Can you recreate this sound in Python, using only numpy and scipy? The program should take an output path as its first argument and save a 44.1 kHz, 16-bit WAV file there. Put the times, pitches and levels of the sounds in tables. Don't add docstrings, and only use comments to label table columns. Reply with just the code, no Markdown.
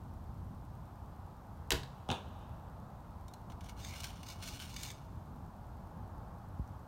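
import sys
import numpy as np
from scipy import signal
from scipy.fft import rfft, irfft, next_fast_len
from scipy.io import wavfile
from scipy.ndimage import map_coordinates

SR = 44100
rng = np.random.default_rng(int(sys.argv[2]) if len(sys.argv) > 2 else 0)


def materialize(psi):
    bounded = np.clip(np.atleast_2d(psi).T, -1, 1)
    quanta = np.round(bounded * 32767).astype(np.int16)
    wavfile.write(sys.argv[1], SR, quanta)


N = 302967
TIME_S = np.arange(N) / SR

# time_s, rumble_rel_db, tyre_rel_db
TRAFFIC_SWELL = [(0.0, -49.5, -60), (0.48, -49.5, -59.5), (2.07, -53.5, -57.5), (2.28, -49, -56.5),
                 (2.54, -51.5, -57), (5.03, -49.5, -58.5), (6.37, -50.5, -56.5), (6.87, -52, -57.5)]
# freq_hz, gain_db
RUMBLE_EQ = [(20, -20.5), (35, -7.5), (52, 1.5), (75, 1.5), (96, 3), (125, -3), (200, -7), (320, -17),
             (600, -37.5), (1500, -59.5)]
TYRE_EQ = [(150, -3.5), (350, -7.5), (550, -3), (830, 2.5), (1100, -2), (1500, -11), (2000, -24.5),
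           (3200, -41), (8000, -65)]
HISS_EQ = [(500, 4), (4000, 0.5), (7800, -5), (9200, -4), (10500, -10), (12200, -1.5), (15500, -9.5)]

# start_s, level_db, scuff_t60_s
STRING_SNAPS = [(1.7059, -6, 0.021), (1.7213, -20, .02), (1.7234, -10.5, 0.012)]
# start_s,
# level_db, scuff_t60_s
RISER_SLAPS = [(1.7085, -24, .05), (1.717, -17.5, 0.033), (1.7193, -9.5, 0.017), (1.7251, -22.5, 0.034),
               (1.7545, -29.5, 0.045), (1.833, -34, 0.04)]
# freq_hz, width_hz, gain_db
STRING_MODES = [(890, 1500, -9), (2050, 180, 1), (2680, 380, 6), (3200, 750, 4.5), (5700, 1640, -1),
                (7750, 2800, -3.5), (12800, 3500, -9)]
RISER_MODES = [(420, 170, 3), (1040, 220, 5.5), (1510, 370, 2), (2190, 700, -2), (3120, 370, 1.5),
               (4140, 820, 3), (5800, 860, -22)]
# pitch_hz, gain_db, t60_s
BOW_PARTIALS = [(63.5, 1.5, 0.45), (134, -5, 0.79), (194.4, -6, 0.26), (283.5, -2, 0.2), (360, -1.5, 0.22),
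                (432, -0.5, 0.1), (656, -10, 0.3), (1066, -14, 0.17), (1320, -16, .22), (1480, -5, 0.11)]

# start_s, rattle_db, thud_db
TARGET_STRIKES = [(2.0894, -27.5, -6.5), (2.0944, -29.5, -14), (2.1022, -18, -17), (2.1049, -26, -6),
                  (2.1137, -23.5, -12.5), (2.118, -20, -18), (2.1256, -22.5, -15.5)]
# start_s, level_db
FACE_CRACKS = [(2.0888, -39), (2.1139, -29)]
# freq_hz, gain_db
RATTLE_EQ = [(300, 4.5), (1100, 7.5), (1900, -7), (2500, -1), (3700, 6), (4300, -12), (7000, -15.5),
             (10500, -25), (15000, -44)]
CRACK_EQ = [(1000, 1), (4000, -1.5), (9000, -2.5), (11000, -17), (15000, -13)]
# freq_hz, width_hz, gain_db
TARGET_MODES = [(82, 42, 5), (149, 46, 6), (244, 44, 3.5), (476, 140, -4.5), (800, 146, 3.5), (880, 133, 2)]

# start_s, level_db, scuff_t60_s
SHAFT_KNOCKS = [(3.2814, -51.5, 0.034), (3.3392, -45, 0.015), (3.4992, -52, 0.084), (3.52, -47, 0.037),
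                (3.6079, -45.5, 0.045), (3.687, -47, 0.074), (3.6935, -40, 0.059), (3.8477, -36, 0.028),
                (3.8857, -41, 0.026), (4.004, -35, 0.0099), (4.034, -38.5, 0.055), (4.0412, -32, 0.048),
                (4.2305, -39.5, .035), (4.2859, -40, 0.054), (4.301, -42, .04), (4.4251, -40, 0.094),
                (4.436, -41.5, .065), (4.4754, -36.5, 0.057), (4.485, -38.5, .068), (4.5991, -41.5, 0.1),
                (4.6204, -40.5, 0.1), (4.7636, -34, 0.042), (4.8318, -36, 0.053), (4.903, -39, 0.047)]
# freq_hz, width_hz, gain_db
SHAFT_MODES = [(1496, 180, -3), (2184, 140, 2.5), (2894, 105, 2), (3480, 166, 4.5), (4205, 73, 1.5),
               (4550, 110, 2.5), (5290, 50, -1.5), (6030, 130, 4.5), (6800, 230, -17), (7900, 130, -17),
               (8750, 1040, -12.5)]
# start_s, level_db
VANE_FLICKS = [(3.2818, -46.5), (3.3375, -43.5), (3.643, -47), (4.005, -34), (4.302, -40), (4.8335, -30.5),
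               (4.914, -38.5), (6.676, -55)]
# freq_hz, gain_db
FLICK_EQ = [(2000, -16), (6000, -1), (9000, -6), (15000, -13)]
RUSTLE_EQ = [(400, -20.5), (1400, -1), (2400, 1.5), (6500, 2), (9300, -5.5), (10500, -10.5), (12000, -7),
             (15500, -8.5)]
# start_s, pitch_hz, level_db, t60_s
SHAFT_PINGS = [(3.282, 3730, -65, 0.17), (3.337, 4100, -52, .03)]
# start_s, length_s, friction_db, swell_db
SHAFT_PULLS = [(3.62, 0.044, -62, -1), (3.762, .32, -55.5, 4), (4.242, .08, -55.5, 0),
               (4.403, 0.343, -55, -3.5), (4.761, .12, -52, 1)]

# start_s, level_db
BOW_BUMPS = [(6.595, -2.5)]
# freq_hz, width_hz, gain_db
BUMP_MODES = [(59, 14, 5.5), (135, 145, 0.5), (240, 230, -24)]

# freq_hz, t60_s
FENCE_DECAY = [(100, 0.31), (800, 0.28), (3500, 0.26), (7000, 0.29), (14000, 0.2)]
HOUSE_DECAY = [(100, 0.63), (3500, 1.7), (8000, 1.3)]
# freq_hz, gain_db
FENCE_EQ = [(80, -13), (400, -2), (1400, -2.5), (3500, -5.5), (4500, -7.5), (7000, -9), (14000, -4)]
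HOUSE_EQ = [(100, -2), (1500, 4.5), (3700, 0), (6000, -1), (14000, -2)]


def amp(db):
    return 10 ** (np.asarray(db) / 20)


def unit_rms(x):
    return x / np.sqrt(np.mean(np.abs(x) ** 2) + 1e-20)


def log_interp(points, hz):
    freqs_hz, values = np.transpose(points)
    return np.interp(np.log(hz + 1), np.log(freqs_hz + 1), values)


def wobble(rate_hz):
    knots = rng.standard_normal(int(N * rate_hz / SR) + 4)
    return map_coordinates(knots, [TIME_S * rate_hz])


def filtered(x, response):
    size = 2 * next_fast_len(N)
    gain = unit_rms(response(np.fft.rfftfreq(size, 1 / SR)))
    return irfft(rfft(x, size) * gain)[:N]


def coloured(x, eq):
    def response(hz):
        cepstrum = irfft(np.log(amp(log_interp(eq, hz))))
        half = len(cepstrum) // 2
        return np.exp(rfft(2 * cepstrum[:half], 2 * half))
    return filtered(x, response)


def resonated(force, modes):
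    def response(hz):
        return sum((-1) ** k * amp(db) * 1j * hz * width_hz / (mode_hz**2 - hz**2 + 1j * hz * width_hz)
                   for k, (mode_hz, width_hz, db) in enumerate(modes))
    return filtered(force, response)


def noise(eq):
    return unit_rms(coloured(rng.standard_normal(N), eq))


def add(track, start_s, sound):
    part = track[round(start_s * SR):][:len(sound)]
    part += sound[:len(part)]


def pushes(rows, rise_s):
    force, age = np.zeros(N), np.arange(SR // 50) / SR / rise_s
    pulse = age ** 2 * np.exp(-2 * age)
    for start_s, db in rows:
        add(force, start_s, amp(db) * pulse / pulse.sum())
    return force


def contacts(rows, scuff_db, t60_s=None):
    force, t = np.zeros(N), np.arange(SR // 10) / SR
    for row in rows:
        start_s, db = row[:2]
        decay_db = 60 * t / (t60_s or row[2])
        blow = amp(scuff_db - decay_db) * rng.standard_normal(len(t))
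        blow[0] = 1
        add(force, start_s, amp(db) * blow)
    return force


def echoes(x, decay, eq, delay_s):
    hz, t, spectrum = signal.stft(rng.standard_normal(SR), SR, nperseg=256)
    fade = amp(-60 * t / log_interp(decay, hz)[:, None])
    colour = amp(log_interp(eq, hz))[:, None]
    tail = signal.istft(spectrum * fade * colour, SR)[1]
    tail = np.pad(tail / np.linalg.norm(tail), (round(delay_s * SR), 0))
    return signal.fftconvolve(x, tail)[:N]


def outdoors(x, fence_db, house_db):
    fences = echoes(x, FENCE_DECAY, FENCE_EQ, delay_s=0.012)
    houses = echoes(x, HOUSE_DECAY, HOUSE_EQ, delay_s=0.055)
    return x + amp(fence_db) * fences + amp(house_db) * houses


def stroke(start_s, end_s, attack_s, release_s):
    rise = np.clip((TIME_S - start_s) / attack_s, 0, 1)
    fall = np.clip(1 - (TIME_S - end_s) / release_s, 0, 1)
    return rise * fall


def grains(rate_hz):
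    return unit_rms(rng.standard_normal(N) * (rng.random(N) < rate_hz / SR))


def traffic():
    times_s, rumble_db, tyre_db = np.transpose(TRAFFIC_SWELL)
    rumble = amp(np.interp(TIME_S, times_s, rumble_db) + 1.63 + 0.89 * wobble(7.6)) * noise(RUMBLE_EQ)
    tyres = amp(np.interp(TIME_S, times_s, tyre_db) + 1.05 + 0.42 * wobble(4.03)) * noise(TYRE_EQ)
    return rumble + tyres + amp(-73) * noise(HISS_EQ)


def electrical_ticks(first_s=0.0368, period_s=0.1024):
    ticks = np.zeros(N)
    ticks[(np.arange(first_s, N / SR, period_s) * SR).astype(int)] = 1
    return amp(-49.5) * coloured(ticks, [(1000, -4), (5000, -4), (12000, -1.5)])


def bow_shot():
    string = resonated(contacts(STRING_SNAPS, scuff_db=-22.5), STRING_MODES)
    riser = resonated(contacts(RISER_SLAPS, scuff_db=-11.5), RISER_MODES)
    return outdoors(string + riser, fence_db=-7.5, house_db=-29.5)


def limb_thrum(start_s=1.722, attack_s=0.0022, jitter_rad=0.71):
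    t = np.maximum(TIME_S - start_s, 0)
    ring = sum(amp(db - 60 * t / t60_s) * np.sin(2 * np.pi * hz * t + jitter_rad * wobble(60))
               for hz, db, t60_s in BOW_PARTIALS)
    return amp(-34.5) * ring * (1 - np.exp(-t / attack_s))


def target_hit():
    start_s, rattle_db, thud_db = np.transpose(TARGET_STRIKES)
    cracks = coloured(contacts(FACE_CRACKS, scuff_db=-8.5, t60_s=0.015), CRACK_EQ)
    rattle_force = contacts(zip(start_s, rattle_db), scuff_db=-11.5, t60_s=0.025)
    rattle = coloured(rattle_force, RATTLE_EQ) + cracks
    thud = resonated(pushes(zip(start_s, thud_db), rise_s=0.00016), TARGET_MODES)
    wall = amp(-30) * echoes(rattle, FENCE_DECAY, FENCE_EQ, delay_s=0.3)
    return (outdoors(rattle, fence_db=-5.5, house_db=-20.5)
            + outdoors(thud, fence_db=-9.5, house_db=-16) + wall)


def quiver_draw():
    friction = sliding_friction()
    slips = grains(rate_hz=3300) + amp(-11) * grains(rate_hz=140)
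    force = friction * amp(1.5 * wobble(90)) * slips + contacts(SHAFT_KNOCKS, scuff_db=-6.5)
    arrow = shaft_ring(force) + vane_rustle(force, friction) + shaft_pings() + shaft_squeak()
    return outdoors(arrow, fence_db=-13.5, house_db=-25.5)


def shaft_ring(force, shift_ratio=1.05):
    blend_rad = 0.7 * wobble(rate_hz=14)
    shifted_modes = [(hz * shift_ratio, width_hz, db) for hz, width_hz, db in SHAFT_MODES]
    ring, shifted = resonated(force, SHAFT_MODES), resonated(force, shifted_modes)
    return amp(-2) * (np.cos(blend_rad) * ring + np.sin(blend_rad) * shifted)


def vane_rustle(force, friction, growth=0.13):
    pull_gain = 1 + growth * (unit_rms(friction) - 2)
    rustle = amp(-2.5) * pull_gain * coloured(force, RUSTLE_EQ)
    flicks = coloured(contacts(VANE_FLICKS, scuff_db=-9.5, t60_s=0.027), FLICK_EQ)
    return rustle + flicks


def shaft_pings():
    track, t = np.zeros(N), np.arange(SR // 4) / SR
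    for start_s, hz, db, t60_s in SHAFT_PINGS:
        add(track, start_s, amp(db - 60 * t / t60_s) * np.sin(2 * np.pi * hz * t))
    return track


def sliding_friction(attack_s=0.032):
    drag = amp(-64) * stroke(start_s=3.75, end_s=4.9, attack_s=attack_s, release_s=0.2)
    power = drag ** 2
    for start_s, length_s, db, swell_db in SHAFT_PULLS:
        progress = np.clip((TIME_S - start_s) / length_s, 0, 1)
        pull = stroke(start_s, start_s + length_s, attack_s, release_s=0.048)
        power += (amp(db + swell_db * (progress - 0.5)) * pull) ** 2
    return np.sqrt(power)


def shaft_squeak():
    catch = amp(-56.5) * stroke(start_s=3.88, end_s=3.938, attack_s=0.025, release_s=0.035)
    return catch * noise([(1700, -40), (2120, -6), (2330, -3), (2700, -37)])


def handling_bump():
    return resonated(pushes(BOW_BUMPS, rise_s=0.0011), BUMP_MODES)


def scene():
    archery = bow_shot() + limb_thrum() + target_hit() + quiver_draw() + handling_bump()
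    return (archery + traffic() + electrical_ticks())[None]


def record(dry):
    size, cutoff_hz = 2 * next_fast_len(N), 15850
    passband = np.fft.rfftfreq(size, 1 / SR) < cutoff_hz
    return irfft(rfft(dry, size) * passband)[:, :N]


dry = scene()
out = record(dry)
materialize(out)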